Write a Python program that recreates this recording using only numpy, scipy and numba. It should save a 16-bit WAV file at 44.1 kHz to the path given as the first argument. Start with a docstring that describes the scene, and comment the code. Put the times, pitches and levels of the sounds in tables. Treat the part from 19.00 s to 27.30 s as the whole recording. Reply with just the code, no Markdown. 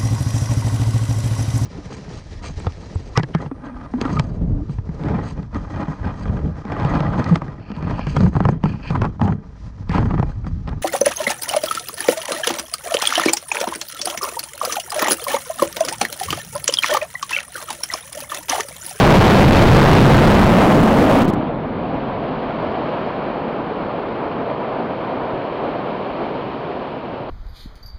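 """A cluster of rocket engines fires on its stand at full thrust: a jet so loud that it overloads a microphone amplifier.
It throttles from 1.25 s, losing deep bass while its peak slides upward, and shuts off at 2.22 s; a few crests still snap.
Then venting gas and water roar on the pad, a hiss builds up, and a deep rumble over the plain settles.
Sources are shaped noise; the amplifier has two rails, with a snap on the positive side, and a rough noise is
heard around the overloads."""
import sys
import numpy as np
from scipy import signal
from scipy.fft import rfft, irfft, next_fast_len
from scipy.io import wavfile
from scipy.ndimage import uniform_filter1d, map_coordinates
from numba import njit

SR = 44100
rng = np.random.default_rng(int(sys.argv[2]) if len(sys.argv) > 2 else 0)


def to_wav(s):
    """Save 16-bit WAV."""
    ch = np.atleast_2d(s).T  # columns
    pcm = np.round(np.clip(ch, -1, 1) * 32767)  # PCM
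    wavfile.write(sys.argv[1], SR, pcm.astype(np.int16))


N = 366030
SHUTOFF_S = 2.222


def amp(db):
    """Amplitude factor of a level in dB."""
    return 10 ** (np.asarray(db) / 20)


def unit(x):
    """x scaled to rms 1."""
    return x / np.sqrt(np.mean(x ** 2) + 1e-20)


def ramp(start_s, length_s):
    """0 before the start, rising linearly to 1 over the length."""
    return np.clip((np.arange(N) / SR - start_s) / length_s, 0, 1)


def since(start_s):
    """Seconds gone by since the start, 0 before it."""
    return np.maximum(np.arange(N) / SR - start_s, 0)


def curve(rows):
    """One value per sample, linear between rows of time and value."""
    times_s, values = np.transpose(rows)
    return np.interp(np.arange(N) / SR, times_s, values)


def wobble(knots_per_s):
    """A smooth random curve through normally distributed knots."""
    knots = rng.standard_normal(int(N * knots_per_s / SR) + 4)
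    return map_coordinates(knots, [np.arange(N) * knots_per_s / SR])


def filtered(x, response):
    """x with its spectrum multiplied by a response of frequency in Hz."""
    size = next_fast_len(N + 8192)
    hz = np.fft.rfftfreq(size, 1 / SR)
    return irfft(rfft(x, size) * response(hz), size)[:N]


def rush(spectrum, patchy_db):
    """Turbulent noise of rms 1: patches of random gain in time and frequency, then a spectrum."""
    cells = signal.stft(rng.standard_normal(N), nperseg=512)[2]
    field = uniform_filter1d(rng.standard_normal(cells.shape), 8, axis=0)
    field = uniform_filter1d(field, 8, axis=1)
    patchy = signal.istft(cells * amp(patchy_db * unit(field)), nperseg=512)[1][:N]
    f_hz, density_db = np.transpose(spectrum)

    def response(hz):
        # straight lines over log frequency
        return amp(np.interp(np.log(hz + 1), np.log(f_hz + 1), density_db, -120, -120))

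    return unit(filtered(patchy, response))


# Spectrum of the deep rumble. Each row: frequency in Hz, relative density in dB per Hz.
RUMBLE_SPECTRUM = [(5.9, -51), (10, -24), (43, -7), (86, -9), (146, 0), (170, -2), (220, -23), (370, -120)]


def rumble():
    """Deep rumble over the plain: its excess decays exponentially after shut-off to a lasting level."""
    lasting_db, excess_db, settle_s = -38.5, 9.5, .6
    level_db = lasting_db + excess_db * np.exp(-since(SHUTOFF_S) / settle_s) + 1.7 * wobble(2.0)
    return amp(level_db) * rush(RUMBLE_SPECTRUM, patchy_db=1.1)


# Spectra of the roar and the hiss. Each row: frequency in Hz, relative density in dB per Hz.
ROAR_SPECTRUM = [(53, -47), (90, -13), (152, -7), (235, -2.5), (310, -3), (346, -2.5), (425, -2), (687, -2),
                 (833, -6.5), (983, -6), (1950, -23), (2400, -23), (3120, -51), (5280, -120)]
HISS_SPECTRUM = [(1000, -33), (1700, -9), (1950, -13.5), (2350, -7.5), (2700, -6), (3150, -6.5),
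                 (3500, -13), (4350, -15.5), (5000, -25.5), (5950, -39.5), (7500, -51.5), (9500, -72),
                 (12000, -100)]
# Levels of the roar and the hiss before dips and surges. Each row: time in seconds, level in dB.
ROAR_LEVEL = [(2.3, -22.5), (2.55, -28.5), (2.9, -25.5), (3.8, -22), (4.5, -23.5), (5.6, -23.5),
              (6.4, -23.5), (7.2, -23.5), (7.4, -24.5), (8.3, -28.5)]
HISS_LEVEL = [(2.3, -51), (2.55, -60), (2.85, -47.5), (3.4, -43.5), (3.9, -42), (4.4, -45), (5.6, -45),
              (7.3, -43), (8.3, -46.5)]
# Brief dips of the roar. Each row: centre in seconds, depth in dB.
ROAR_DIPS = [(4.41, 0.5), (5.99, 3), (7.5, 2)]


def venting():
    """Turbulent venting of gas and water: roar and hiss surge together, the hiss less."""
    t = np.arange(N) / SR
    dip_width_s = 0.018
    dips_db = sum(depth_db * np.exp(-((t - s) / dip_width_s) ** 2) for s, depth_db in ROAR_DIPS)
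    surge_db = 0.17 * wobble(8.9) + .5 * wobble(45) + 0.39 * wobble(220)
    roar_db = curve(ROAR_LEVEL) - dips_db + surge_db
    hiss_db = curve(HISS_LEVEL) + 0.44 * surge_db
    roar = amp(roar_db) * rush(ROAR_SPECTRUM, patchy_db=0.65)
    hiss = amp(hiss_db) * rush(HISS_SPECTRUM, patchy_db=0.2)
    return roar + hiss


# The last pressure crests that still reach the upper rail. Each entry: time in seconds.
CREST_TIMES = [2.2462, 2.2538, 2.281, 2.287, 2.292, 2.301, 2.3375]


def last_crests():
    """Pressure crests flanked by two troughs each, so that they move no net air."""
    width_ms, push = 1.3, .66
    t = np.arange(N) / SR
    squares = [((t - s) * 1000 / width_ms) ** 2 for s in CREST_TIMES]
    return push * sum((1 - 2 * u) * np.exp(-u) for u in squares)


# Jet noise at full, half-throttled and throttled thrust.
# Each row: frequency in Hz, relative density in dB per Hz.
FULL_SPECTRUM = [(8, -27), (20, -3.5), (60, -7), (130, 0.5), (250, -6.5), (500, -10), (800, -13),
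                 (1500, -24), (3000, -32.5), (4600, -40), (6500, -66.5), (10000, -100)]
HALF_SPECTRUM = [(8, -27.5), (20, -13), (60, -9.5), (110, -7), (180, 1.5), (240, -1.5), (330, -10.5),
                 (600, -7.5), (1000, -15), (1900, -29.5), (3000, -31.5), (4500, -44), (6500, -69.5),
                 (10000, -100)]
THROTTLED_SPECTRUM = [(8, -38), (20, -15), (70, -14.5), (120, -9), (180, -4.5), (235, -0.5), (300, -2.5),
                      (370, -11.5), (600, -9), (1000, -17.5), (1900, -32), (3000, -33.5), (4400, -45),
                      (6500, -72.5), (10000, -100)]


def jet():
    """Mixing noise of the plumes; throttling drops the deep bass and slides the peak upward."""
    sag_db_per_s = 1.38
    throttle_s, throttle_ramp_s, throttle_loss_db = 1.25, .65, 5
    shutoff_ramp_s, shutoff_loss_db = .015, 7.5
    tailoff_db, tailoff_s, dying_db_per_s = 7, 0.11, 5.5

    t = np.arange(N) / SR
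    off_s = since(SHUTOFF_S)
    throttled = ramp(throttle_s, throttle_ramp_s)
    level_db = -sag_db_per_s * np.minimum(t, SHUTOFF_S) - throttle_loss_db * throttled
    level_db -= shutoff_loss_db * ramp(SHUTOFF_S, shutoff_ramp_s)
    level_db -= tailoff_db * (1 - np.exp(-off_s / tailoff_s)) + dying_db_per_s * off_s
    level_db += 0.51 * wobble(12)

    # equal-power crossfade through the three spectra
    mix = np.zeros(N)
    for at, spectrum in [(0, FULL_SPECTRUM), (.5, HALF_SPECTRUM), (1, THROTTLED_SPECTRUM)]:
        share = np.clip(1 - 2 * np.abs(throttled - at), 0, 1)
        mix += np.sqrt(share) * rush(spectrum, patchy_db=1.5)
    return amp(level_db) * mix


def scene():
    """Sound at the microphone, one channel."""
    return (rumble() + venting() + last_crests() + jet())[None]


@njit
def amplifier(x, low, knee, snap, steep, high, leak, servo):
    """Soft lower rail, a jump to the upper rail, and a bias that drifts until the output averages zero."""
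    y = np.zeros(len(x))
    bias = -0.15
    for i in range(len(x)):
        v = x[i] + bias
        if v < 0:
            out = v / (1 + (-v / low) ** knee) ** (1 / knee)
        else:
            out = min(v + steep * max(v - snap, 0.0), high)
        # a little of what the rails change leaks through
        y[i] = out + leak * np.tanh(v - out)
        bias -= servo * y[i]
    return y


# Spectrum of the rough noise around the overloads.
# Each row: frequency in Hz, relative density in dB per Hz.
ROUGH_SPECTRUM = [(60, -11), (300, -0.5), (1500, -12), (4000, -20), (8000, -32), (16000, -35.5)]


def rough_noise(wired):
    """Noise that follows the share of time near the upper rail, spread around each overload."""
    smooth_samples = 500
    pinned = uniform_filter1d(1. * (wired > .42), smooth_samples)
    pinned = np.abs(uniform_filter1d(pinned, smooth_samples))  # no negative rounding residue
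    return amp(-26) * pinned ** .45 * rush(ROUGH_SPECTRUM, patchy_db=3.0)


def record(dry):
    """Overloading amplifier, a rough noise around the overloads, a faint hiss and a sharp upper band limit."""
    servo_hz, self_noise_db, top_hz = 3, -80.5, 15880
    wired = amplifier(dry[0], low=0.26, knee=24.0, snap=0.34, steep=30., high=.45, leak=.06,
                      servo=2 * np.pi * servo_hz / SR)
    rough = rough_noise(wired)
    hiss = amp(self_noise_db) * rng.standard_normal(N)
    return filtered(wired + rough + hiss, lambda hz: hz < top_hz)[None]


dry = scene()
out = record(dry)
to_wav(out)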